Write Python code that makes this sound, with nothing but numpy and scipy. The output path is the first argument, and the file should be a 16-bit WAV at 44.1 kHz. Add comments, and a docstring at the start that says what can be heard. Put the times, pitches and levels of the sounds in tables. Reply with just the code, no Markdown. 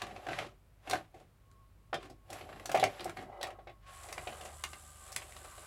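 """A cassette slid by hand into an open tape deck, heard close on one microphone in a small room.
The carriage pulls it in and drops it on the spindles, then a geared motor threads the tape.
Plastic scrapes and knocks ring the hollow shell, latches click on the steel chassis, gears whirr
and a thin whine comes and goes. Mains hum and room tone lie under it all."""
import sys
import numpy as np
from scipy import signal
from scipy.fft import rfft, irfft, next_fast_len
from scipy.io import wavfile
from scipy.ndimage import map_coordinates

SR = 44100
rng = np.random.default_rng(int(sys.argv[2]) if len(sys.argv) > 2 else 0)


def put_to_file(sound):
    """Save the sound as 16-bit audio at rate SR, in the file named by the first command-line argument."""
    columns = np.atleast_2d(sound).T  # one column per channel
    safe = np.clip(columns, -1, 1)
    whole_steps = np.round(safe * 32767)
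    wavfile.write(sys.argv[1], SR, whole_steps.astype(np.int16))


N = 249606

# the air of the room: f/Hz, relative level/dB
AIR_SPECTRUM = [(20, -39), (34, -3.5), (111, -4.5), (241, -17), (296, -20), (674, -22), (747, -25),
                (1250, -26), (1500, -28), (1750, -29), (6500, -41), (7390, -39), (13700, -40), (16000, -43)]
# mains hum, its fundamental: t/s, level/dB
MAINS_LEVELS = [(0, -63.5), (1.3, -70), (1.6, -63.5), (5.66, -66)]
# strokes of cassette and carriage: start/s, hold/s, shell/dB, scrape/dB, hiss/dB
STROKES = [(0.0, 0.044, -53.5, -52, -83), (0.08, 0.22, -54, -60.5, -75.5), (0.32, 0.11, -46.5, -47.5, -70),
           (0.9, 0.066, -48, -49, -65), (1.17, 0.047, -64, -69, -89), (2.02, 0.036, -75, -58.5, -95),
           (2.33, 0.064, -52, -54.5, -64.5), (2.42, 0.58, -57, -62.5, -72.5), (2.75, 0.35, -56, -56.5, -70),
           (3.17, 0.048, -57, -58.5, -71), (3.3, 0.21, -49, -71, -96), (3.88, 0.13, -62, -58, -89),
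           (4.04, 0.5, -56, -59.5, -95), (4.6, 0.41, -68.5, -67, -95), (5.05, 0.51, -62, -62, -100),
           (5.63, .05, -63, -56, -95)]
# the hollow cassette: f/Hz, width/Hz, level/dB
SHELL_MODES = [(347.5, 35, -12.5), (596.4, 57.6, -4), (646, 31, -3.5), (753.4, 84, -1.5)]
# scraping plastic: f/Hz, relative level/dB
SCRAPE_SPECTRUM = [(530, -59), (900, -10), (1110, 1), (1240, -4.5), (1560, -4.5), (2730, -8), (9000, -25),
                   (11700, -30), (19800, -120)]
# high hiss of sliding plastic, from hand pushes and carriage: f/Hz, relative level/dB
SLIDE_HISS_SPECTRUM = [(2940, -88), (5000, -16), (5220, -77), (7380, 6), (9010, -11), (11200, 6),
                       (12600, -7), (14900, -8), (16000, -26)]
# contacts: t/s, click peak/dB, treble/dB re click, shell/dB re click, struck part's ring f/Hz
CONTACTS = [(0.018, -28.5, -8.5, -10, 4040), (0.067, -39.5, -12, -6.5, 2410), (0.109, -45.5, -24, 3, 2070),
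            (0.162, -40, -17, -5.5, 2430), (0.267, -32.5, -17.5, -2, 1400), (0.286, -33, -17, 0.5, 1560),
            (0.305, -34.5, -27, -5, 2520), (0.331, -28.5, -32, -17, 1770), (0.387, -24, -16, -9, 2570),
            (0.446, -51, -23, 8, 1200), (0.873, -39, -14, -3, 2520), (0.897, -33.5, 1.5, -7, 2640),
            (0.91, -24, -5, -10, 4570), (0.932, -22.5, -13, -0.5, 1580), (0.955, -34, -9, -22, 1350),
            (1.143, -56, -7.5, 7.5, 1880), (1.199, -61, 2.5, 3, 2550), (1.514, -58, 2, -35, 4020),
            (1.93, -27, -31, -1.5, 1280), (1.942, -30, -10, -0.5, 3160), (2.028, -43, -12, -9, 1180),
            (2.055, -56, -4, 6.5, 1730), (2.099, -50, -2, 3, 4900), (2.302, -44.5, 1.5, 1, 3870),
            (2.329, -40, 1, -2, 2200), (2.41, -41, -12, 0, 2340), (2.491, -43.5, -22, 1, 1410),
            (2.527, -41.5, -24, -8, 1580), (2.56, -47, -22, -6, 1710), (2.597, -39, -11, -21, 1990),
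            (2.657, -34, 1.5, -8.5, 6000), (2.694, -33, -7, 1, 1540), (2.716, -33, 0.5, -1, 2640),
            (2.746, -24.5, -12.5, 8, 2130), (2.761, -27.5, -23, 0.5, 2130), (2.773, -30.5, -4, 1, 2200),
            (2.797, -26.5, -7, -2, 3600), (2.814, -35, -7, -1, 2800), (2.829, -26, -25, 10, 2170),
            (2.839, -17, -7, -20, 2760), (2.995, -37, -13, -4.5, 3170), (3.006, -36, -8, -7.5, 4960),
            (3.044, -41.5, 8.5, -27, 5030), (3.058, -45, -6, 15.5, 1705), (3.076, -42, -14, 0, 1340),
            (3.095, -34, -8, -19, 1420), (3.17, -36.5, -13, -4.5, 2230), (3.19, -41.5, -18, 2, 2160),
            (3.225, -44.5, -10, 3.5, 1190), (3.277, -65, -17, 11, 2190), (3.412, -37, -10, -3.5, 3940),
            (3.429, -27, -3, -18, 4000), (3.438, -35, -17, 4, 2370), (3.469, -39.5, -6.5, 0, 1230),
            (3.504, -44.5, -11, 2, 2370), (3.589, -53.5, -28, 11, 1240), (3.672, -45, -27, 4, 2270),
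            (3.694, -49, -17, 4, 2230), (3.875, -67, 10, -20, 1210), (4.033, -48.5, 5, -10, 4250),
            (4.086, -42.5, -5, -2.5, 1920), (4.126, -33.5, 0, -14, 5230), (4.179, -31, -15, -5.5, 2170),
            (4.272, -34, -10, 2.5, 2690), (4.29, -50.5, -1, 11, 2890), (4.326, -45.5, -11, 3.5, 2880),
            (4.411, -41, -3, -1, 2860), (4.453, -44, 1, 2.5, 2787), (4.638, -26, 0, -18.5, 2250),
            (4.732, -37.5, -3.5, -10, 2420), (5.119, -55.5, 15, -8, 4900), (5.126, -47, 9, -17, 4900),
            (5.162, -27.5, 4, -17.5, 2100), (5.219, -41, -11, -6, 2580), (5.322, -43.5, -3, -15, 2120),
            (5.365, -41, -7, -13, 3350), (5.447, -44.5, -5, -0.5, 1210), (5.58, -44.5, -16, -3, 3220)]
# the steel chassis: f/Hz, width/Hz, level/dB
CHASSIS_MODES = [(1030, 10.3, -12), (1348, 41, 9), (1700, 7.3, -10.5), (2230, 57, -21), (2630, 44, -12),
                 (3800, 48, -3), (3930, 140, 15), (4950, 48, -3)]
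# the treble of a click: f/Hz, relative level/dB
SNAP_SPECTRUM = [(2650, -6), (4500, 6.5), (7820, 6.5), (10400, 3), (14700, -8), (16000, -8)]
# the struck wall flexes first, so the shell's ring builds up: f/Hz, width/Hz, level/dB
WALL_MODES = [(731, 120, -3)]
# the deck's case: f/Hz, width/Hz, level/dB
CASE_MODES = [(86, 30, -1.5), (128.5, 81, -3), (182, 50, -4), (359, 110, -1)]
# decay of the small room: f/Hz, t60/s
ROOM_DECAY = [(200, 0.24), (1000, 0.14), (4000, 0.14), (12000, 0.1)]
# a thin whine comes and goes: start/s, hold/s, level/dB
WHINE_SPELLS = [(1.42, 0.054, -81), (1.5, 0.15, -71), (1.8, 0.14, -81), (2.1, .2, -78.5),
                (3.52, 0.078, -67.5), (3.68, 0.056, -69.5), (3.875, .14, -60), (4.1, 0.11, -64),
                (5.03, 0.17, -65), (5.5, .2, -70)]
# the gears labour: start/s, hold/s, level/dB
STRAIN_SPELLS = [(3.33, 0.14, -61), (4.08, 0.42, -61), (4.6, 0.21, -67.5), (4.95, 0.34, -73),
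                 (5.5, .2, -65)]
# the gearbox: f/Hz, width/Hz, level/dB
GEARBOX_MODES = [(976, 130, -5.5), (1304, 230, -6), (1604, 13.4, -3.5), (1990, 150, -8.5), (2350, 68, -16),
                 (2920, 44, -10), (3880, 100, -17)]
# the pinion sings: start/s, hold/s, level/dB
PINION_SPELLS = [(3.86, 0.17, -72), (4.3, 0.22, -64), (4.64, 0.12, -61), (4.86, 0.3, -64.5),
                 (5.4, 0.23, -62)]
# the motor can: f/Hz, width/Hz, level/dB
CAN_MODES = [(1460, 81, -21), (6740, 140, -25), (7800, 27, 27), (7250, 43, 25.5), (8200, 160, 24.5),
             (9660, 730, 22), (8700, 53, 7), (11400, 95, -39)]
# brush hiss: f/Hz, relative level/dB
BRUSH_SPECTRUM = [(760, -27), (1300, -4), (1540, -25), (1760, -33), (3040, -2.5), (5840, -6.5), (8000, 4),
                  (8610, -30), (9660, -10), (11800, -5), (16000, -35)]

LET_GO_S, SEATED_S, MOTOR_ON_S = 1.3, 3.4, 3.86  # hand lets go, cassette on the spindles, motor starts
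TIME = np.arange(N) / SR


def amp(db):
    """Decibels to amplitude."""
    return 10 ** (np.asarray(db) / 20)


def unit_rms(x):
    """x brought to RMS 1."""
    return x / np.sqrt(np.mean(x ** 2) + 1e-20)


def unit_peak(x):
    """Each row brought to peak 1."""
    return x / np.abs(x).max(axis=1, keepdims=True)


def along(points, hz):
    """Read (f/Hz, value) points on a log frequency axis."""
    f, values = np.transpose(points)
    return np.interp(np.log(hz + 1), np.log(f + 1), values)


def wobble(rate):
    """A smooth random curve, rate knots a second."""
    return map_coordinates(rng.standard_normal(int(N * rate / SR) + 4), [TIME * rate])


def filtered(x, response):
    """x through a complex response of frequency."""
    size = next_fast_len(x.shape[-1] + 8192)
    return irfft(rfft(x, size) * response(np.fft.rfftfreq(size, 1 / SR)), size)[..., :x.shape[-1]]


def coloured(points):
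    """Response read from (f/Hz, level/dB) points."""
    return lambda hz: amp(along(points, hz))


def resonant(modes):
    """Causal response of a sum of resonances, alternating in sign."""
    return lambda hz: sum((-1) ** k * amp(db) * 1j * hz * width / (f * f - hz * hz + 1j * hz * width)
                          for k, (f, width, db) in enumerate(modes))


def soft(hz, corner_hz):
    """Causal fourth-order roll-off: a yielding contact gives no treble."""
    return 1 / (1 + 1.4j * hz / corner_hz - (hz / corner_hz) ** 2) ** 2


def hollow(hz):
    """The shell's resonances, with little above the highest."""
    return resonant(SHELL_MODES)(hz) * soft(hz, corner_hz=990)


def gritty(response, rate, depth_db):
    """Filtered noise whose strength jumps about rate times a second, as when rough surfaces catch."""
    return unit_rms(filtered(rng.standard_normal(N) * amp(depth_db * wobble(rate)), response))


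def spells(rows, rise_db_s, fall_db_s):
    """One gain curve per level column: each row swells, holds and fades; rows add in power."""
    start, hold, *levels = np.transpose(rows)[..., None]
    t = TIME[::32]
    shape_db = -rise_db_s * np.maximum(start - t, 0) - fall_db_s * np.maximum(t - start - hold, 0)
    return [np.interp(TIME, t, np.linalg.norm(amp(db + shape_db), axis=0)) for db in levels]


def dying(t, rise_s, t60):
    """A quick rise and an exponential decay."""
    return (1 - np.exp(-t / rise_s)) * amp(-60 * t / np.clip(t60, 0.003, 1))


def room_tone(mains_hz=50, air_db=-65.5):
    """Soft rumble and hiss around the microphone, with mains hum and its octave."""
    phase = 2 * np.pi * mains_hz * TIME
    hum_db = np.interp(TIME, *np.transpose(MAINS_LEVELS)) + 1.5 * wobble(5)
    hum = np.sqrt(2) * amp(hum_db) * (np.sin(phase) + 0.63 * np.sin(2 * phase))
    air = unit_rms(filtered(rng.standard_normal(N), coloured(AIR_SPECTRUM)))
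    return hum + amp(air_db) * air


def sliding():
    """Plastic drags over guides: gritty friction shakes the shell and hisses."""
    shell_gain, scrape_gain, hiss_gain = spells(STROKES, rise_db_s=321, fall_db_s=256)
    shell = gritty(hollow, rate=90, depth_db=2.5)
    scrape = gritty(coloured(SCRAPE_SPECTRUM), rate=100, depth_db=1.5)
    hiss = gritty(coloured(SLIDE_HISS_SPECTRUM), rate=70, depth_db=1.0)
    return shell_gain * shell + scrape_gain * scrape + hiss_gain * hiss


def knocks(yield_s=0.002):
    """Each contact pushes shell and case; the plastic yields, then hard parts snap on the chassis."""
    when, click_db, treble_db, shell_db, part_hz = np.transpose(CONTACTS)[..., None]
    seated = when > SEATED_S
    force_db = click_db + 40  # re a -40 dB click
    t = np.arange(SR // 6) / SR
    since_snap = np.maximum(t - yield_s, 0)
    noise = rng.standard_normal((len(when), 4, len(t)))

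    def rattle(rise_s, t60):
        """A fast decay over a weaker, longer one."""
        return dying(since_snap, rise_s, 0.65 * t60) + 0.35 * dying(since_snap, rise_s, t60)

    def steel(hz):
        """The struck part adds its own broad ring to the chassis and the colour of plastic."""
        chassis = 0.053 * resonant(CHASSIS_MODES)(hz)
        part = resonant([(part_hz, 0.3 * part_hz, 0)])(hz)
        plastic = 1.46 * coloured(SCRAPE_SPECTRUM)(hz)
        return (chassis + part + plastic) * soft(hz, corner_hz=5460)

    # hollow, gentle contacts rattle longer
    t60 = 0.071 * amp(0.4 * shell_db - 0.079 * force_db)
    click = unit_peak(filtered(noise[:, 0] * rattle(0.0007, t60), steel))
    treble = unit_peak(filtered(noise[:, 1] * rattle(0.001, 0.67 * t60), coloured(SNAP_SPECTRUM)))

    # share of the blow that rings all the shell's modes: damped by fingers, greatest on the spindles
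    ring_share = np.select([when < LET_GO_S, seated], [0.14, 0.83], default=0.4)
    push = dying(t, 0.0001, t60=0.0012) + 0.062 * noise[:, 2] * dying(t, 0.00062, t60=0.15)
    shell = unit_peak(filtered(push, lambda hz: hollow(hz) * (ring_share + resonant(WALL_MODES)(hz))))

    shove = noise[:, 3] * dying(t, 0.0069, t60=0.13)
    thud = unit_peak(filtered(shove, lambda hz: resonant(CASE_MODES)(hz) * soft(hz, corner_hz=535)))
    # once the cassette is seated, contacts barely reach the case
    thud_db = -5.5 + 0.38 * shell_db - 0.52 * force_db - 11 * seated

    hits = amp(click_db) * (click + amp(treble_db) * treble + amp(shell_db) * shell + amp(thud_db) * thud)
    samples = np.round((when - yield_s) * SR).astype(int) + np.arange(len(t))
    return np.bincount(samples.ravel(), hits.ravel(), N + SR)[:N]


def room_echoes(x, delay_samples=200):
    """The room's answer, lows dying slowest; each quarter second gets its own tail."""
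    out, step = np.zeros(N + SR), SR // 4
    for start in range(0, N, step):
        hz, t, noise = signal.stft(rng.standard_normal(step), SR, nperseg=256)
        decay = amp(-60 * t / along(ROOM_DECAY, hz)[:, None])
        _, tail = signal.istft(noise * decay, SR, nperseg=256)
        wet = signal.fftconvolve(x[start:start + step], tail / np.linalg.norm(tail))
        out[start + delay_samples:][:len(wet)] += wet
    return out[:N]


def whine(pitch_hz=1094):
    """One thin, slightly fuzzy note: its phase and strength wander."""
    gain, = spells(WHINE_SPELLS, rise_db_s=400, fall_db_s=198)
    phase = 2 * np.pi * pitch_hz * TIME + 1.02 * wobble(40)
    return gain * np.sqrt(2) * np.sin(phase) * amp(1.5 * wobble(25))


def gear_strain():
    """Labouring gear teeth whirr roughly in the gearbox resonances."""
    gain, = spells(STRAIN_SPELLS, rise_db_s=116, fall_db_s=85)
    return gain * gritty(lambda hz: np.abs(resonant(GEARBOX_MODES)(hz)) ** 1.8, rate=80, depth_db=3.0)


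def spin_up(t, climb_db=30, settle_s=0.028):
    """The motor is silent until t = 0, then its level climbs and settles."""
    return (t > 0) * amp(-climb_db * np.exp(-np.maximum(t, 0) / settle_s))


def threading_motor(shaft_hz=76.3, sag_hz_s=1.7, teeth=16, level_db=-58.5):
    """The shaft hums, the pinion sings, brush hiss swells once a turn and rings the motor can."""
    running_s = TIME - MOTOR_ON_S
    turn = 2 * np.pi * np.cumsum(shaft_hz - sag_hz_s * running_s) / SR
    hum_db = level_db - 3.5 * running_s + 2.3 * wobble(13)
    hum_gain = amp(hum_db) * spin_up(running_s - 0.057)  # comes in just after the brushes
    hum = hum_gain * np.sqrt(2) * (np.sin(turn) + 0.17 * np.sin(2 * turn))

    tooth_note = np.sin(teeth * turn + 0.5 * wobble(60)) * amp(2 * wobble(45))
    upper_note = np.sin(20.7 * turn + 0.7 * wobble(60)) * amp(2.5 * wobble(45))
    pinion_gain, = spells(PINION_SPELLS, rise_db_s=310, fall_db_s=150)
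    pinion = pinion_gain * (tooth_note + amp(-6) * upper_note)

    swell = 1 + 0.25 * np.cos(turn) + 0.16 * np.cos(2 * turn)
    brush = rng.standard_normal(N) * swell * amp(1.1 * wobble(35))
    can = resonant(CAN_MODES)
    hiss = unit_rms(filtered(brush, lambda hz: coloured(BRUSH_SPECTRUM)(hz) + 0.12 * np.abs(can(hz))))
    return hum + pinion + spin_up(running_s) * amp(level_db) * hiss


def scene():
    """Mono, close to the deck: everything arrives direct, and the knocks also echo in the room."""
    hits = knocks()
    machine = sliding() + gear_strain() + threading_motor() + whine()
    return (hits + amp(-5.0) * room_echoes(hits) + machine + room_tone())[None]


def record(dry, top_hz=15950):
    """The microphone channel passes nothing above its band limit."""
    return filtered(dry, lambda hz: hz < top_hz)


dry = scene()
out = record(dry)
put_to_file(out)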